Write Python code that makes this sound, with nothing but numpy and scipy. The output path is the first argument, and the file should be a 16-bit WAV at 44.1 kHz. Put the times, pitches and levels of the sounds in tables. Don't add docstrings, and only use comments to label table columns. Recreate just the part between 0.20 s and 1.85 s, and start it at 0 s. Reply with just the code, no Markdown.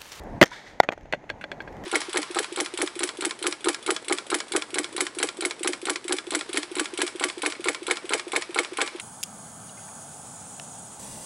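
import sys
import numpy as np
from scipy import signal
from scipy.io import wavfile
from scipy.ndimage import uniform_filter1d

SR = 44100
rng = np.random.default_rng(int(sys.argv[2]) if len(sys.argv) > 2 else 0)


def persist_wave(psi):
    counts = np.round(np.clip(psi, -1, 1) * 32767).astype(np.int16)
    wavfile.write(sys.argv[1], SR, np.atleast_2d(counts).T)


def ratio(d):
    e = np.asarray(d, float) / 20
    return 10 ** e


N = 72765


def read(points, hz):
    f, value = np.transpose(points)
    return np.interp(np.log(hz + 1), np.log(f + 1), value)


def evened(x):
    return x / np.sqrt(np.mean(x ** 2) + 1e-20)


# frequency in Hz, level in dB per Hz.
STEADY_TOP = [(14500, -90)]


def noise(spectrum, patchy_db, size):
    hz = np.fft.rfftfreq(size, 1 / SR)
    a, b, patches = rng.standard_normal((4 * N // size + 5, len(hz), 3)).T
    patches = uniform_filter1d(patches, size=6, axis=0)
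    patches = evened(uniform_filter1d(patches, size=8, axis=1))
    level_db = read(spectrum + STEADY_TOP, hz)[:, None] + patchy_db * patches
    z = (a + 1j * b) * ratio(level_db)
    return evened(signal.istft(z, nperseg=size, noverlap=3 * size // 4)[1][:N])


def struck(hits, modes, hard_blow=True):
    grit_per_s, grit_rise_s, grit_spread_db = 10000, 0.00072, 4
    lead_s = .002
    span = 4096
    t = np.arange(span) / SR
    blows, showers = np.zeros(N + span), np.zeros(N + span)
    rings = [ratio(db - 60 * t / max(t60, .001)) * np.exp(2j * np.pi * hz * t) for hz, db, t60 in modes]
    soft = sum((-1) ** k * ring.imag for k, ring in enumerate(rings))
    spike = sum(rings).real
    late = np.maximum(t - lead_s, 0)
    for s, blow_db, contact_ms, grit_db, t60 in hits:
        at = int(s * SR) - round(0.00192 * SR)
        u = (t - lead_s - (s * SR % 1) / SR) / (max(contact_ms, .03) / 4000)
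        push = np.exp(-u ** 2 / 2)
        blows[at:at + span] += ratio(blow_db) * push / push.sum()
        sign, where, size = rng.standard_normal(span), rng.random(span), rng.exponential(1, span)
        grain = ratio(grit_spread_db * np.minimum(size, 3))
        grit = np.sign(sign) * (where < grit_per_s / SR) * grain
        dying = ratio(grit_db - 14.5 - 60 * late / max(t60, .005))
        showers[at:at + span] += dying * np.minimum(late / grit_rise_s, 1) * grit
    rung = signal.fftconvolve(blows, spike if hard_blow else soft)
    return (rung + signal.fftconvolve(showers, soft))[:N]


# frequency in Hz, level in dB per Hz.
TRAFFIC = [(100, -5.5), (360, -6), (850, -4.5), (1200, -20), (2000, -20), (2700, -35.5), (6500, -42),
           (13000, -54.5)]
# frequency in Hz, level in dB per Hz.
WIND = [(12, -50), (20, 6.5), (48, -6), (166, -10.5), (300, -15), (390, -40), (660, -120)]
# frequency in Hz, level in dB per Hz.
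HISS = [(900, -17.5), (2000, -5.5), (2800, -16), (5200, -28), (6600, -21), (7600, -36.5), (12500, -68)]
# time in seconds, traffic in dB, wind in dB.
BACKDROP = [
    (0, -41.5, -49),
    (0.186, -41, -36.5),
    (0.223, -52, -66),
    (.58, -51.5, -55.5),
    (0.619, -55.5, -57.5),
    (0.999, -52.5, -53),
    (1.3, -46.5, -49.5),
    (1.65, -40, -46.5),
]


def backdrop():
    wind_trim_db, hiss_db, wind_fade_s = 5.5, -62, .01
    tick_db, tick_s, tick_width_s = -49, .037, 0.00058
    t = np.arange(N) / SR
    s, traffic_db, wind_db = np.transpose(BACKDROP)
    wind = noise(WIND + [(500, -27)], 5.0, size=2048) * np.minimum(t / wind_fade_s, 1)
    wind = wind * ratio(wind_trim_db + np.interp(t, s, wind_db))
    tick = np.exp(-((t - tick_s) / tick_width_s) ** 2) * rng.standard_normal(N + 1)[:N]
    traffic = noise([(40, -31)] + TRAFFIC, 1.2, size=1024) * ratio(np.interp(t, s, traffic_db))
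    hiss = noise([(400, -47)] + HISS, 0.45, size=512) * ratio(hiss_db)
    return traffic + wind + hiss + ratio(tick_db) * tick


# start in seconds, blow in dB, contact in ms, splinters in dB, their t60 in s.
CRACKS = [
    (.214, -6.5, 0.15, -20.5, 0.057),
    (.2149, 1, 0.5, -11.5, 0.013),
    (.2168, -6.5, 0.54, -38, 0.0063),
]
# frequency in Hz, level in dB, t60 in seconds.
DECK = [(123, -50.5, 0.055), (214, -7, 0.021), (349, -6.5, 0.031), (601, -1.5, 0.039), (936, -32, 0.0043),
        (1500, -2, 0.017), (1900, 6, 0.0087), (3130, -8.5, 0.012), (4060, -2.5, 0.0064),
        (6340, -9.5, 0.0046)]
# start in seconds, blow in dB, contact in ms,
# splinters in dB, their t60 in seconds.
FLEXES = [
    (.2180, -9.5, 1.25, -32.5, 0.005),
    (.2201, -1.5, 1.55, -30, 0.005),
    (.2214, -3, 0.98, -41, 0.005),
]
# frequency in Hz, level in dB, t60 in seconds.
HALVES = [(226.8, -17, 0.021), (364, 4.5, 0.034), (619, -2, 0.033), (1200, 7, 0.0039)]
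# start in seconds, blow in dB, contact in ms, splinters in dB, their t60 in s.
PARTINGS = [
    (.2277, -16, 0.12, -42, 0.011),
    (.2288, -4, 0.33, -30, 0.0076),
]
# frequency in Hz, level in dB, t60 in seconds.
PLY = [(330, 3.5, 0.0051), (570, -9, 0.032), (1330, 4, 0.013), (1910, 10, 0.0092), (3050, 8, 0.0071),
       (5220, -13, 0.005)]


def deck_break():
    return struck(CRACKS, DECK) + struck(FLEXES, HALVES) + struck(PARTINGS, PLY)


# start in seconds, blow in dB, contact in ms, splinters in dB, their t60 in s.
TEARS = [
    (.214, -39, .1, -8.5, 0.049),
    (.2252, -9.5, 0.066, -7, 0.03),
    (.2355, -43, 0.06, -6, 0.013),
    (.2375, -43.5, 0.88, -34, 0.0086),
    (.2425, -45, .1, -9, 0.0038),
    (.2575, -39, 0.24, -35.5, 0.037),
]
# start in seconds, blow in dB, contact in ms,
# grit in dB, its t60 in seconds.
CHIPS = [
    (1.525, -43, 0.25, -46, 0.034),
    (0.765, -56, .06, -62, 0.016),
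    (0.81, -46, 0.04, -51, 0.0088),
    (1.42, -44, .06, -40, 0.019),
    (1.568, -43.5, 0.03, -53, .03),
    (1.638, -34, 0.039, -36.5, 0.046),
]
# frequency in Hz, level in dB, t60 in seconds.
FIBRES = [(610, 4, 0.0061), (1334, -4, 0.0059), (1854, -1, 0.0074), (3104, -3.5, 0.0077), (5000, 0, 0.0012),
          (7000, -2.5, 0.0015), (9500, -12.5, 0.00084), (13300, -9.5, .001)]


def splinters():
    return struck(TEARS + CHIPS, FIBRES, hard_blow=False)


# arrival in seconds, level in dB, rise in seconds, t60 in seconds.
RETURNS = [
    (0.249, -40.5, 0.012, 0.13),
    (0.296, -41, 0.04, 0.55),
    (0.439, -48, 0.037, 0.42),
]
# frequency in Hz, level in dB per Hz.
ECHO = [(400, -21), (1070, -14.5), (2000, -1.5), (2660, -17.5), (3430, -10), (5200, -18), (6700, -20.5),
        (13500, -43)]


def banks():
    t = np.arange(N) / SR
    power = np.zeros(N)
    for s, db, rise, t60 in RETURNS:
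        fading = ratio(db - 60 * np.maximum(t - s - rise, 0) / t60)
        power += fading ** 2 * np.clip((t - s) / rise, 0, 1) ** 2
    return np.sqrt(power) * noise(ECHO, 0.6, size=256)


# start in seconds, blow in dB, contact in ms,
# grit in dB, its t60 in seconds.
JINGLES = [
    (.257, -42, .05, -43, .02),
    (.268, -44, .05, -55, .015),
    (.279, -46, 0.046, -58, .012),
    (.287, -55, .05, -60, .01),
    (.294, -54, .05, -62, .01),
    (.31, -49, .05, -60, .01),
    (.515, -66, .04, -66, .012),
    (.779, -60, .05, -63, 0.0077),
    (.832, -63, .05, -68, 0.0091),
    (.845, -70, 0.045, -73.5, 0.0091),
]
# frequency in Hz, level in dB, t60 in seconds.
BEARING = [(4230, -3, .008), (5400, 1, 0.011), (6200, 8, 0.006), (9500, -2.5, 0.0067), (12400, -20, .003)]


def loose_bearing():
    return struck(JINGLES, BEARING, hard_blow=False)


# start in seconds, blow in dB, contact in ms, grit in dB, its t60 in s.
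TOUCH = [
    (.316, -38, 0.31, -49, 0.023),
]
# frequency in Hz, level in dB, t60 in seconds.
WHEEL = [(977, 3.5, 0.069), (1496, 4.5, 0.056)]


def wheel_touch():
    return struck(TOUCH, WHEEL, hard_blow=False)


# start in seconds, blow in dB, contact in ms, grit in dB, its t60 in seconds.
SLAMS = [
    (.601, -36, 0.94, -45, 0.0081),
    (.6019, 4, 0.4, -17.5, 0.011),
    (.613, -42, 0.25, -57, 0.013),
]
# frequency in Hz, level in dB, t60 in seconds.
FLAT = [(766, 6.5, 0.0092), (1427, -9, 0.016), (1970, 3.5, 0.01), (3260, -31, 0.0037), (3480, -4, 0.011),
        (4530, -31, 0.006), (5280, -8, 0.0072), (6100, -3, 0.0074), (7600, -36, 0.004)]


def flat_slam():
    return struck(SLAMS, FLAT)


# start in seconds, blow in dB, contact in ms, grit in dB, its t60 in s.
SETTLES = [
    (.631, -33, .05, -54, 0.0091),
    (.6342, -23, 0.076, -30.5, 0.043),
    (.646, -32, 0.3, -44, 0.03),
    (.7043, -19.5, 0.79, -51, .03),
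    (.718, -34, .06, -39, 0.022),
    (.7222, -23, 0.081, -28, 0.024),
    (.731, -52, 0.68, -35, 0.031),
]
# frequency in Hz, level in dB, t60 in seconds.
TRUCK = [(556, 1, 0.0058), (803, -3, 0.017), (1340, -4, 0.01), (1860, -0.5, 0.014), (2180, 0, 0.0058),
         (3140, -5, 0.0033), (4410, -13, 0.0076), (5550, -18.5, 0.0068), (6650, -17.5, 0.012),
         (8300, -21.5, 0.0043), (12300, -22, .002)]


def truck_rattle():
    return struck(SETTLES, TRUCK, hard_blow=False)


# start in seconds, push in dB, contact in ms,
# grit in dB, its t60 in seconds.
FLAPS = [
    (.64, -35, 1, -47, 0.063),
    (.694, -58, 1, -35, .03),
    (.726, -32.5, 1, -33, 0.034),
    (.9415, -28.5, 0.74, -37, 0.045),
    (1.111, -43.5, 1, -54, .03),
    (1.252, -42, 1, -54, 0.06),
    (1.329, -39.5, 0.66, -64, 0.022),
]
# frequency in Hz, level in dB, t60 in seconds.
TAIL = [(570, 6, 0.056), (760, -11, 0.013)]


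def free_tail():
    return struck(FLAPS, TAIL, hard_blow=False)


# start in seconds, blow in dB, contact in ms, grit in dB, its t60 in seconds.
CORNERS = [
    (.6893, -10.5, 0.32, -28.5, 0.018),
]
# frequency in Hz, level in dB, t60 in seconds.
CORNER = [(100, -79, 0.008), (325, -2.5, 0.0057), (620, 1, 0.0094), (1110, -11, 0.019), (1530, -1, 0.0074),
          (2430, 7, 0.0066), (3330, 0.5, 0.014), (4300, -12, 0.0082), (5500, -9.5, 0.0068),
          (6660, -6.5, 0.0025)]


def corner_bounce():
    return struck(CORNERS, CORNER)


# start in seconds, blow in dB, contact in ms, grit in dB, its t60 in seconds.
BOUNCES = [
    (.7765, -23.5, 0.74, -49.5, 0.025),
    (.855, -27, 1, -47, 0.017),
    (.9252, -22.5, 0.033, -19.5, 0.014),
    (.9273, -23.5, .15, -35, 0.039),
    (.945, -21, 0.53, -40, 0.048),
    (1.04, -23.5, 1, -52, 0.013),
]
# frequency in Hz, level in dB, t60 in seconds.
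EDGE = [(356, -9.5, 0.0095), (620, -4.5, 0.018), (850, -8, 0.012), (1580, -3.5, 0.014), (2000, -2.5, 0.015),
        (2606, 3, 0.0062), (3540, -10, 0.013), (4260, -13, 0.015), (5940, -17, 0.0097),
        (6800, -12.5, 0.0035), (10040, -31, 0.0025)]


def edge_bounces():
    return struck(BOUNCES, EDGE, hard_blow=False)


# start in seconds, blow in dB, contact in ms, grit in dB, its t60 in seconds.
DROPS = [
    (.936, -10.5, 0.33, -31.5, 0.033),
    (.9373, -29, 0.25, -48, 0.026),
]


def edge_drop():
    return struck(DROPS, EDGE)


# start in seconds, blow in dB, contact in ms, grit in dB, its t60 in s.
SCUFFS = [
    (1.0932, -34.5, 0.09, -40, 0.039),
    (1.098, -32, 0.11, -53, .02),
    (1.2115, -36, 0.051, -39, 0.091),
]
# frequency in Hz, level in dB, t60 in seconds.
TIP = [(1495, -1, 0.021), (2150, 4, 0.0085), (2720, -1.5, 0.013), (3400, -11, 0.012), (4200, -10.5, 0.0051),
       (5960, -14, 0.0043), (8900, -11, 0.0017)]


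def tip_scuffs():
    return struck(SCUFFS, TIP, hard_blow=False)


# start in seconds, blow in dB, contact in ms, grit in dB, its t60 in seconds.
ROCKS = [
    (1.1008, -20.5, 0.03, -36.5, 0.055),
    (1.2405, -24, 0.13, -28, 0.016),
    (1.3165, -25, 0.048, -37.5, 0.063),
    (1.404, -26, 0.22, -41.5, 0.06),
    (1.476, -26.5, 0.45, -44.5, 0.045),
    (1.3196, -36, 0.14, -59, 0.023),
]
# frequency in Hz, level in dB, t60 in seconds.
BACK = [(325, -12, 0.034), (627, -6.5, 0.018), (870, -14, 0.075), (1616, 0.5, 0.029), (1980, -10, 0.032),
        (2250, 0.5, 0.008), (3384, -4.5, 0.011), (4340, -9.5, 0.013), (5600, -20, 0.013),
        (6740, -12, 0.0022), (8460, -19, 0.00092), (12500, -34, 0.0024)]


def rocking():
    return struck(ROCKS, BACK, hard_blow=False)


def scene():
    hard = deck_break() + flat_slam() + corner_bounce() + edge_drop()
    light = splinters() + truck_rattle() + edge_bounces() + rocking()
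    light = light + wheel_touch() + free_tail() + tip_scuffs() + loose_bearing()
    wood = signal.lfilter(*signal.butter(2, 138, "high", fs=SR), hard + light)
    return np.tile(wood + banks() + backdrop(), (2, 1))


# frequency in Hz, side level in dB.
WIDTH = [(40, -36), (100, -41), (250, -35), (700, -37), (2000, -27), (5000, -19), (10000, -8), (14000, -7)]


def top_cut(x):
    return signal.sosfilt(signal.butter(12, 16480, fs=SR, output="sos"), x)


def record(dry):
    low_cut_hz, top_hz = 43.3, 15900
    limit_db, limit_share, fall_s, fall_db_per_s = -6, 0.34, 0.0021, 370.5
    thin = signal.lfilter(*signal.butter(2, low_cut_hz, "high", fs=SR), dry[0])
    span = max(round(fall_s * SR), 2)
    average = np.ones(span) / span
    power_db = 10 * np.log10(signal.lfilter(average, 1, dry[0] ** 2) + 1e-12)
    fall = np.arange(N) * fall_db_per_s / SR
    peak_db = np.maximum.accumulate(power_db + fall) - fall
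    over_db = np.maximum(peak_db - limit_db, 0)
    held = signal.lfilter(average, 1, over_db)
    mid = np.clip(thin / ratio(limit_share * held), -.99, .99)
    low_pass = signal.firwin(95, top_hz, window=("kaiser", 9), fs=SR)
    mid = signal.oaconvolve(mid, low_pass, "same")
    hz, t, z = signal.stft(mid, SR, nperseg=256)
    turn = np.exp(2j * np.pi * rng.random(z.shape))
    side = signal.istft(z * turn * ratio(read(WIDTH, hz))[:, None], SR, nperseg=256)[1][:N]
    return top_cut(np.array([mid + side, mid - side]))


dry = scene()
out = record(dry)
persist_wave(out)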